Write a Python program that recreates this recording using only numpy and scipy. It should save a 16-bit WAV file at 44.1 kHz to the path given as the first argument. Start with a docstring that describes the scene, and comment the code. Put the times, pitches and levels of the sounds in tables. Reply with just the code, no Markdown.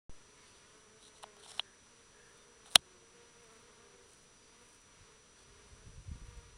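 """A soft pop as a hand-held camera switches on, then its thin whine over calm outdoor air.
Bees hum faintly over flowering thyme, each hum the harmonics of an unsteady wingbeat.
A finger rubs the camera and clicks its zoom lever, ringing the plastic case; the hardest
click overloads the recorder. Near the end a puff of wind buffets the microphone with a low rumble."""
import sys
import numpy as np
from scipy import signal
from scipy.fft import rfft, irfft, next_fast_len
from scipy.io import wavfile
from scipy.ndimage import map_coordinates

SR = 44100
rng = np.random.default_rng(int(sys.argv[2]) if len(sys.argv) > 2 else 0)


def inscribe(sig):
    """Save sig as 16-bit PCM at rate SR to the path in sys.argv[1].

    A 1-D sig is mono; a 2-D sig holds one channel per row.
    Samples are clipped to [-1, 1] before scaling.
    """
    pcm = np.round(np.clip(np.atleast_2d(sig).T, -1, 1) * 32767)
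    wavfile.write(sys.argv[1], SR, pcm.astype(np.int16))


N = 289737
TIME = np.arange(N) / SR

# spectrum of air torn by wings: freq_hz, density_db
WING_RASP = [(780, -25), (950, 2.5), (2000, -2), (5000, -7.5), (10000, -29)]
# bright spectrum of the rustles and the lever's creak: freq_hz, density_db
BRIGHT_FRICTION = [(1500, -21), (4000, -7), (6500, -6), (9500, 8), (11000, -6), (12000, -14),
                   (15500, -10.5)]
BEE_ATTACK_S, BEE_RELEASE_S = .032, .06
WANDER_SHARE, WANDER_HZ = .012, 13  # slow unsteadiness of a wingbeat


def amp(db):
    """Decibels to gain."""
    return 10 ** (np.asarray(db) / 20)


def unit(x):
    """x at rms 1."""
    return x / np.sqrt(np.mean(x ** 2) + 1e-20)


def along(points, hz):
    """Read (freq_hz, value) points on a log frequency axis."""
    freqs, values = np.transpose(points)
    return np.interp(np.log(hz + 1), np.log(freqs + 1), values)


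def wobble(rate_hz):
    """A smooth random curve with rate_hz knots a second."""
    coarse = TIME[::64]
    knots = rng.standard_normal(int(TIME[-1] * rate_hz) + 4)
    return np.interp(TIME, coarse, map_coordinates(knots, [coarse * rate_hz]))


def envelope(start_s, length_s, attack_s, release_s):
    """Rise, hold and die away."""
    t = TIME - start_s
    return np.clip(t / attack_s, 0, 1) * np.exp(-np.maximum(t - length_s, 0) / release_s)


def swell(peak_s, half_length_s):
    """A bell-shaped fade in and out."""
    return np.exp(-((TIME - peak_s) / half_length_s) ** 2)


def cut(x, edge_hz, kind, order):
    """Causal low- or high-pass."""
    return signal.sosfilt(signal.butter(order, edge_hz, kind, fs=SR, output="sos"), x)


def filtered(x, response):
    """Equalise x by a gain curve over frequency."""
    size = next_fast_len(N + SR // 2)
    return irfft(rfft(x, size) * response(np.fft.rfftfreq(size, 1 / SR)), size)[:N]


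def coloured(x, spectrum):
    """x shaped by a spectrum, at rms 1."""
    return unit(filtered(x, lambda hz: amp(along(spectrum, hz))))


def noise_band(centre_hz, half_width_hz):
    """Noise in one resonance, at rms 1."""
    noise = rng.standard_normal(N)
    return unit(filtered(noise, lambda hz: np.exp(-((hz - centre_hz) / half_width_hz) ** 2)))


def ringing(t, hz, db, t60_s):
    """One dying mode."""
    return amp(db - 60 * t / t60_s) * np.sin(2 * np.pi * hz * t)


def air(level_db, drift_db):
    """An even bed of distant outdoor air and microphone hiss."""
    # spectrum of the hush: freq_hz, density_db
    hush = [(20, 2.5), (100, 1), (200, -1), (330, -3), (560, -4), (780, -13), (930, -4), (2000, -8),
            (4000, -9), (7000, -12.5), (9800, -10), (10800, -15.5), (11600, -40.5), (15500, -31.5)]
    level = amp(level_db + drift_db * wobble(2) + .3 * wobble(8))
    return level * coloured(rng.standard_normal(N), hush)


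def narrow_swells():
    """Faint narrow swells in the buzz: a bee's high overtones and soft swishes."""
    # swells of narrow noise: peak_s, half_length_s, level_db, pitch_hz, half_width_hz
    bands = [(0.41, 0.042, -71, 2190, 70), (0.518, .03, -75, 2700, 110), (1.69, 0.093, -69, 1690, 230),
             (2.25, 0.11, -68, 1700, 170), (2.405, .04, -70.5, 3600, 130), (4.45, .11, -74.5, 4750, 230)]
    return sum(amp(db) * swell(peak_s, half_s) * noise_band(hz, half_width_hz)
               for peak_s, half_s, db, hz, half_width_hz in bands)


def rustles(grain_db):
    """Faint grainy swells in the treble."""
    # soft rustles: peak_s, level_db
    stirs = [(2.33, -72), (3.52, -72), (4.13, -70), (4.7, -70), (6.28, -75)]
    level = sum(amp(db) * swell(peak_s, half_length_s=.12) for peak_s, db in stirs)
    grains = amp(grain_db * wobble(300)) * rng.standard_normal(N)
    return level * coloured(grains, BRIGHT_FRICTION)


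def wind(gust_s, gust_db, lumps_db, lump_hz, eddy_gain_db):
    """A gust and its buffets rumble low; a few eddies each push and pull the membrane once."""
    # spectrum of wind on the microphone: freq_hz, density_db
    rumble = [(12, -9), (32, 5.5), (80, 4.5), (150, -4.5), (220, -20.5), (400, -28), (900, -75)]
    # buffets: peak_s, relative_db
    buffets = [(5.015, -62), (5.49, -66.5), (5.75, -61), (5.875, -51), (5.985, -51.5), (6.11, -46),
               (6.23, -55.5), (6.355, -55), (6.43, -62), (6.52, -62)]
    # single hard eddies: centre_s, relative_db, pitch_hz
    eddies = [(5.882, -47, 120), (6.117, -36.5, 108.1), (6.158, -48, 140), (6.222, -50, 150),
              (6.288, -43, 65)]
    rise_db_per_s, fall_db_per_s = 26, 21.5
    gust = amp(gust_db - np.maximum(rise_db_per_s * (gust_s - TIME), fall_db_per_s * (TIME - gust_s)))
    puffs = sum(amp(db) * swell(peak_s, half_length_s=.032) for peak_s, db in buffets)
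    lumps = amp(lumps_db * (wobble(lump_hz) - 1.5))
    out = (gust + puffs) * lumps * coloured(rng.standard_normal(N), rumble)
    for centre_s, db, hz in eddies:
        phase = 2 * np.pi * hz * (TIME - centre_s)
        out -= amp(db + eddy_gain_db) * phase * np.exp(-phase ** 2 / 2)
    return out


def wings(beat_hz, usual_hz, harmonics):
    """Harmonics of an unsteady wingbeat; each swells and fades as the bee turns."""
    # overtone balance of a beating wing: freq_hz, level_db
    timbre = [(210, -12.5), (400, 1), (490, 1), (620, -9.5), (720, -12), (800, -18.5), (920, -11),
              (1400, -9), (2200, -17.5), (3500, -19), (6000, -28)]
    jitter = 1 + .012 * wobble(40)
    phase = 2 * np.pi * np.cumsum(beat_hz * jitter) / SR
    buzz = np.zeros(N)
    for k in range(1, harmonics + 1):
        gain = amp(along(timbre, k * usual_hz)) * (1 + .3 * wobble(7))
        buzz += gain * np.sin((k * phase + rng.uniform(0, 2 * np.pi)).astype(np.float32))
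    return buzz


def far_bees(level_db, drift_share, count=6):
    """A bed of bees further off, each drifting in pitch and distance."""
    swarm = np.zeros(N)
    for hz in np.linspace(200, 240, count):
        nearness = amp(2 * np.tanh(wobble(3.8)))
        beat_hz = hz * (1 + drift_share * wobble(3.6))
        swarm += nearness * wings(beat_hz, hz, harmonics=14)
    return amp(level_db) * unit(swarm)


def foragers(gain_db, wingbeat_hz, drift_share, count=2):
    """Bees in the blossoms buzz thinly: only the upper overtones of their sharp wing pulses carry."""
    # spells of work in a blossom: start_s, length_s, relative_db
    visits = [(0.353, 0.29, -70), (3.12, 0.78, -73.5), (4.5, .25, -73), (4.85, 0.27, -72.5),
              (5.353, 0.34, -72.5), (6.098, 0.41, -70.5)]
    pulses = np.zeros(N)
    for _ in range(count):
        beat_hz = wingbeat_hz * (1 + drift_share * wobble(4) + WANDER_SHARE * wobble(WANDER_HZ))
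        beats = np.floor(np.cumsum(beat_hz) / SR)
        pulses += amp(3 * np.tanh(wobble(9))) * np.diff(beats, prepend=0)
    level = sum(amp(db + gain_db) * envelope(start_s, length_s, BEE_ATTACK_S, BEE_RELEASE_S)
                for start_s, length_s, db in visits)
    return level * coloured(pulses, WING_RASP)


def near_bees(gain_db, flutter_db, spin_up_hz, spin_up_s):
    """A bee spins up at take-off and glides in pitch as it climbs or settles; darting wavers the hum."""
    # hops from flower to flower: start_s, length_s, wingbeat_hz, glide_hz_per_s, relative_db
    flights = [(.1, 0.44, 207.7, 14, -76.5), (.62, 0.35, 215.6, 0, -71), (1.03, 0.28, 213.7, -2, -67.5),
               (1.301, .38, 211, -35, -70), (1.33, 0.21, 222.4, -9, -76), (1.849, 0.15, 232.2, 18.5, -71.5),
               (2.098, 0.19, 217.5, -78.5, -73.5), (2.138, .25, 239.8, -28, -71),
               (2.3, .42, 205.2, 13.5, -72), (2.418, 0.33, 240, -55, -73.5),
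               (2.782, 0.2, 201.2, -105, -71.5), (2.849, .2, 231.7, 0, -76), (3.078, .2, 191, -55, -76.5),
               (3.109, .45, 242.2, -30, -68), (3.531, 0.541, 221.2, -56, -73),
               (3.619, .38, 237.5, -0.5, -71), (4.452, 0.19, 240.2, -24.5, -69.5),
               (4.831, 0.32, 240.2, -30, -75), (4.92, .36, 219.8, -31.5, -75.5),
               (5.38, 0.51, 198, 32, -73.5), (5.4, .42, 233, 0, -76.5), (6.13, 0.34, 240.3, -18.5, -72)]
    out = np.zeros(N)
    for start_s, length_s, hz, glide, db in flights:
        t = np.clip(TIME - start_s, 0, length_s + BEE_RELEASE_S)
        beat_hz = hz - spin_up_hz * np.exp(-t / spin_up_s) + glide * t
        beat_hz *= 1 + WANDER_SHARE * wobble(WANDER_HZ)
        level = amp(db + gain_db + flutter_db * np.tanh(wobble(18)))
        level *= envelope(start_s, length_s, BEE_ATTACK_S, BEE_RELEASE_S)
        out += level * wings(beat_hz, hz, harmonics=11)
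    return out


def roughened(hum, tremble_share, rasp_db):
    """The hum trembles, and every wingbeat pushes out a little rasp of air."""
    rasp = np.abs(hum) * coloured(rng.standard_normal(N), WING_RASP)
    return hum * (1 + tremble_share * wobble(70)) + amp(rasp_db) * rasp


def whine(level_db, pitch_hz):
    """The thin steady tone of the camera's electronics."""
    return amp(level_db + .3 * wobble(6)) * unit(np.sin(2 * np.pi * pitch_hz * TIME))


def finger(gain_db, grain_db):
    """Skin sticks and slips in tiny grains; each stroke stirs the case and its own scrape resonance."""
    # spectrum of skin sliding on plastic: freq_hz, density_db
    skin_colour = [(300, -30.5), (700, -12), (1300, -9.5), (2200, -10), (3300, 1), (4200, 1), (4800, -8.5),
                   (5450, -3.5), (6400, -8.5), (8400, -.5), (9600, 0.5), (10400, -3.5), (11600, -23.5),
                   (15000, -28)]
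    # dull spectrum of the case under the finger: freq_hz, density_db
    body_colour = [(300, -30), (650, 0.5), (1100, 0), (2000, -14), (5000, -40)]
    # finger strokes: start_s, length_s, relative_db, body_db, scrape_hz, scrape_db
    strokes = [(.37, 0.22, -69.5, -13, 4600, -5.5), (0.992, 0.088, -61.5, -16, 3900, -3.5),
               (1.137, .049, -66, -11, 3900, -6), (1.226, 0.0098, -49, -9, 4000, -6),
               (1.385, 0.025, -62, -8, 4000, -5), (1.416, 0.045, -57.5, -12, 3400, -5),
               (1.464, 0.054, -53.5, -11.5, 5400, -9), (1.512, 0.084, -57, -8, 5450, -9),
               (2.651, 0.033, -60, -4, 3700, -9), (2.683, 0.096, -58.5, -5.5, 3800, -12),
               (2.7488, 0.00502, -44, -11, 9500, -4), (2.753, 0.0031, -34, -6.5, 6500, -1.5),
               (5.354, 0.086, -68.5, -8, 4500, -5.5)]
    slips = amp(grain_db * wobble(700)) * rng.standard_normal(N)
    skin, body = coloured(slips, skin_colour), coloured(slips, body_colour)
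    out = np.zeros(N)
    for start_s, length_s, db, body_db, scrape_hz, scrape_db in strokes:
        pressure = envelope(start_s, length_s, attack_s=.45 * length_s, release_s=.13 * length_s)
        scrape = noise_band(scrape_hz, half_width_hz=420)
        out += amp(db + gain_db) * pressure * (skin + amp(body_db) * body + amp(scrape_db) * scrape)
    return out


def creak(start_s, length_s, gain_db, slip_hz, slip_decay_s):
    """A quick run of tiny bright slips as the lever is forced toward its catch."""
    started = TIME > start_s
    cycles = np.cumsum(slip_hz * (1 + .15 * wobble(120)) * started) / SR
    since_slip = (cycles % 1) / slip_hz
    slips = started * np.exp(-since_slip / slip_decay_s) * rng.standard_normal(N)
    level = amp(gain_db) * envelope(start_s, length_s, attack_s=.001, release_s=.002)
    return level * coloured(slips, BRIGHT_FRICTION)


def lever(crack_db, crack_t60_s):
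    """Each contact rings the case: soft ones knock, hard ones also ring the lever and snap its catch."""
    # zoom lever contacts: start_s, knock_db, ring_db, snap_db
    clicks = [(1.23471, -29, -44, -53), (1.23947, -22, -41, -67), (1.3675, -40, -54, -58),
              (1.462, -35.5, -49, -62), (1.59498, -18, -15, -46), (2.6588, -45, -47.5, -68),
              (2.75631, -1.7, -6, -16), (2.75681, 1.6, 3, -7.5), (2.75937, -9.5, -18, -19)]
    # modes of the plastic case and lever: pitch_hz, level_db, t60_s
    case_modes = [(640, -13, 0.014), (837, -3, 0.004376), (1520, -27, 0.014), (2480, -27, 0.022),
                  (3020, -2.5, 0.01), (3336, -12, 0.024), (3620, -7.5, .0097), (4080, -10, 0.012)]
    # modes of the small catch: pitch_hz, level_db, t60_s
    catch_modes = [(5320, -4, 0.0061), (5760, -5.5, .0076), (6850, -2, 0.0067), (7890, -10, .007),
                   (9020, -3.5, 0.0088), (9497, -2, .007), (10250, -8.5, .006), (12550, -12, 0.0035),
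                   (14600, -14.5, .005)]
    out, t = np.zeros(N), np.arange(SR // 10) / SR
    catch = sum(ringing(t, *mode) for mode in catch_modes)
    for start_s, knock_db, ring_db, snap_db in clicks:
        blow = [(1200, knock_db), (2900, ring_db)]  # freq_hz, level_db
        # neighbouring modes start in opposite directions
        body = sum((-1) ** k * ringing(t, hz, db + along(blow, hz), t60_s)
                   for k, (hz, db, t60_s) in enumerate(case_modes))
        body = cut(body, edge_hz=4250, kind="low", order=8)
        crack = amp(crack_db - 60 * t / crack_t60_s) * rng.standard_normal(len(t))
        snap = cut(crack, edge_hz=10500, kind="low", order=6) + catch
        out[round(start_s * SR):][:len(t)] += body + amp(snap_db) * snap
    # the small stiff case gives off no bass
    return cut(out, edge_hz=512, kind="high", order=5)


def jolt(start_s, push_db, shudder_db, t60_s):
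    """The hardest click sends a dull push and a short shudder through the camera to its microphone."""
    t = np.maximum(TIME - start_s, 0)
    push = amp(push_db) * np.exp(-t / .00098)
    low_noise = unit(cut(rng.standard_normal(N), edge_hz=250, kind="low", order=2))
    shudder = amp(shudder_db - 60 * t / t60_s) * low_noise
    return cut((t > 0) * (push + shudder), edge_hz=420, kind="low", order=4)


def overload(x, ceiling, duck_db, recovery_s):
    """Peaks flatten; each overload turns the gain down for a moment."""
    last_over = np.maximum.accumulate(np.where(np.abs(x) > ceiling, TIME, -10))
    since = TIME - last_over
    duck = (1.5 - np.exp(-since / .004)) * np.exp(-(since / recovery_s) ** 2)
    return np.clip(x * amp(duck_db * duck), -ceiling, ceiling)


def scene():
    """Faint bees and outdoor air behind the camera's own close noises, in mono."""
    hum = near_bees(gain_db=.94, flutter_db=3, spin_up_hz=8, spin_up_s=.04)
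    bees = roughened(hum, tremble_share=.27, rasp_db=-7)
    bees += far_bees(level_db=-74, drift_share=.04)
    bees += foragers(gain_db=1, wingbeat_hz=235, drift_share=.025)
    outdoors = air(level_db=-64, drift_db=-.28) + narrow_swells() + rustles(grain_db=6)
    outdoors += wind(gust_s=6.15, gust_db=-54.5, lumps_db=1, lump_hz=29, eddy_gain_db=2.5)
    handling = finger(gain_db=-1, grain_db=3.5)
    handling += creak(start_s=2.703, length_s=.05, gain_db=-60, slip_hz=220, slip_decay_s=.0007)
    handling += lever(crack_db=-8, crack_t60_s=.009)
    handling += jolt(start_s=2.757, push_db=-20.5, shudder_db=-44, t60_s=.15)
    return (bees + outdoors + handling + whine(level_db=-70, pitch_hz=5880))[None]


def record(dry):
    """The input pops on with a small settling step, overloads on peaks and loses its top treble."""
    switch_on_s, rise_s, settle_s = .095, .0001, .044
    since_on = np.maximum(TIME - switch_on_s, 0)
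    pop = amp(-39.5) * (1 - np.exp(-since_on / rise_s)) * np.exp(-since_on / settle_s)
    live = (TIME > switch_on_s) * (dry[0] - pop)
    limited = overload(live, ceiling=.74, duck_db=-2.5, recovery_s=.0604)
    softened = cut(limited, edge_hz=13500, kind="low", order=2)
    return cut(softened, edge_hz=15900, kind="low", order=14)[None]


dry = scene()
out = record(dry)
inscribe(out)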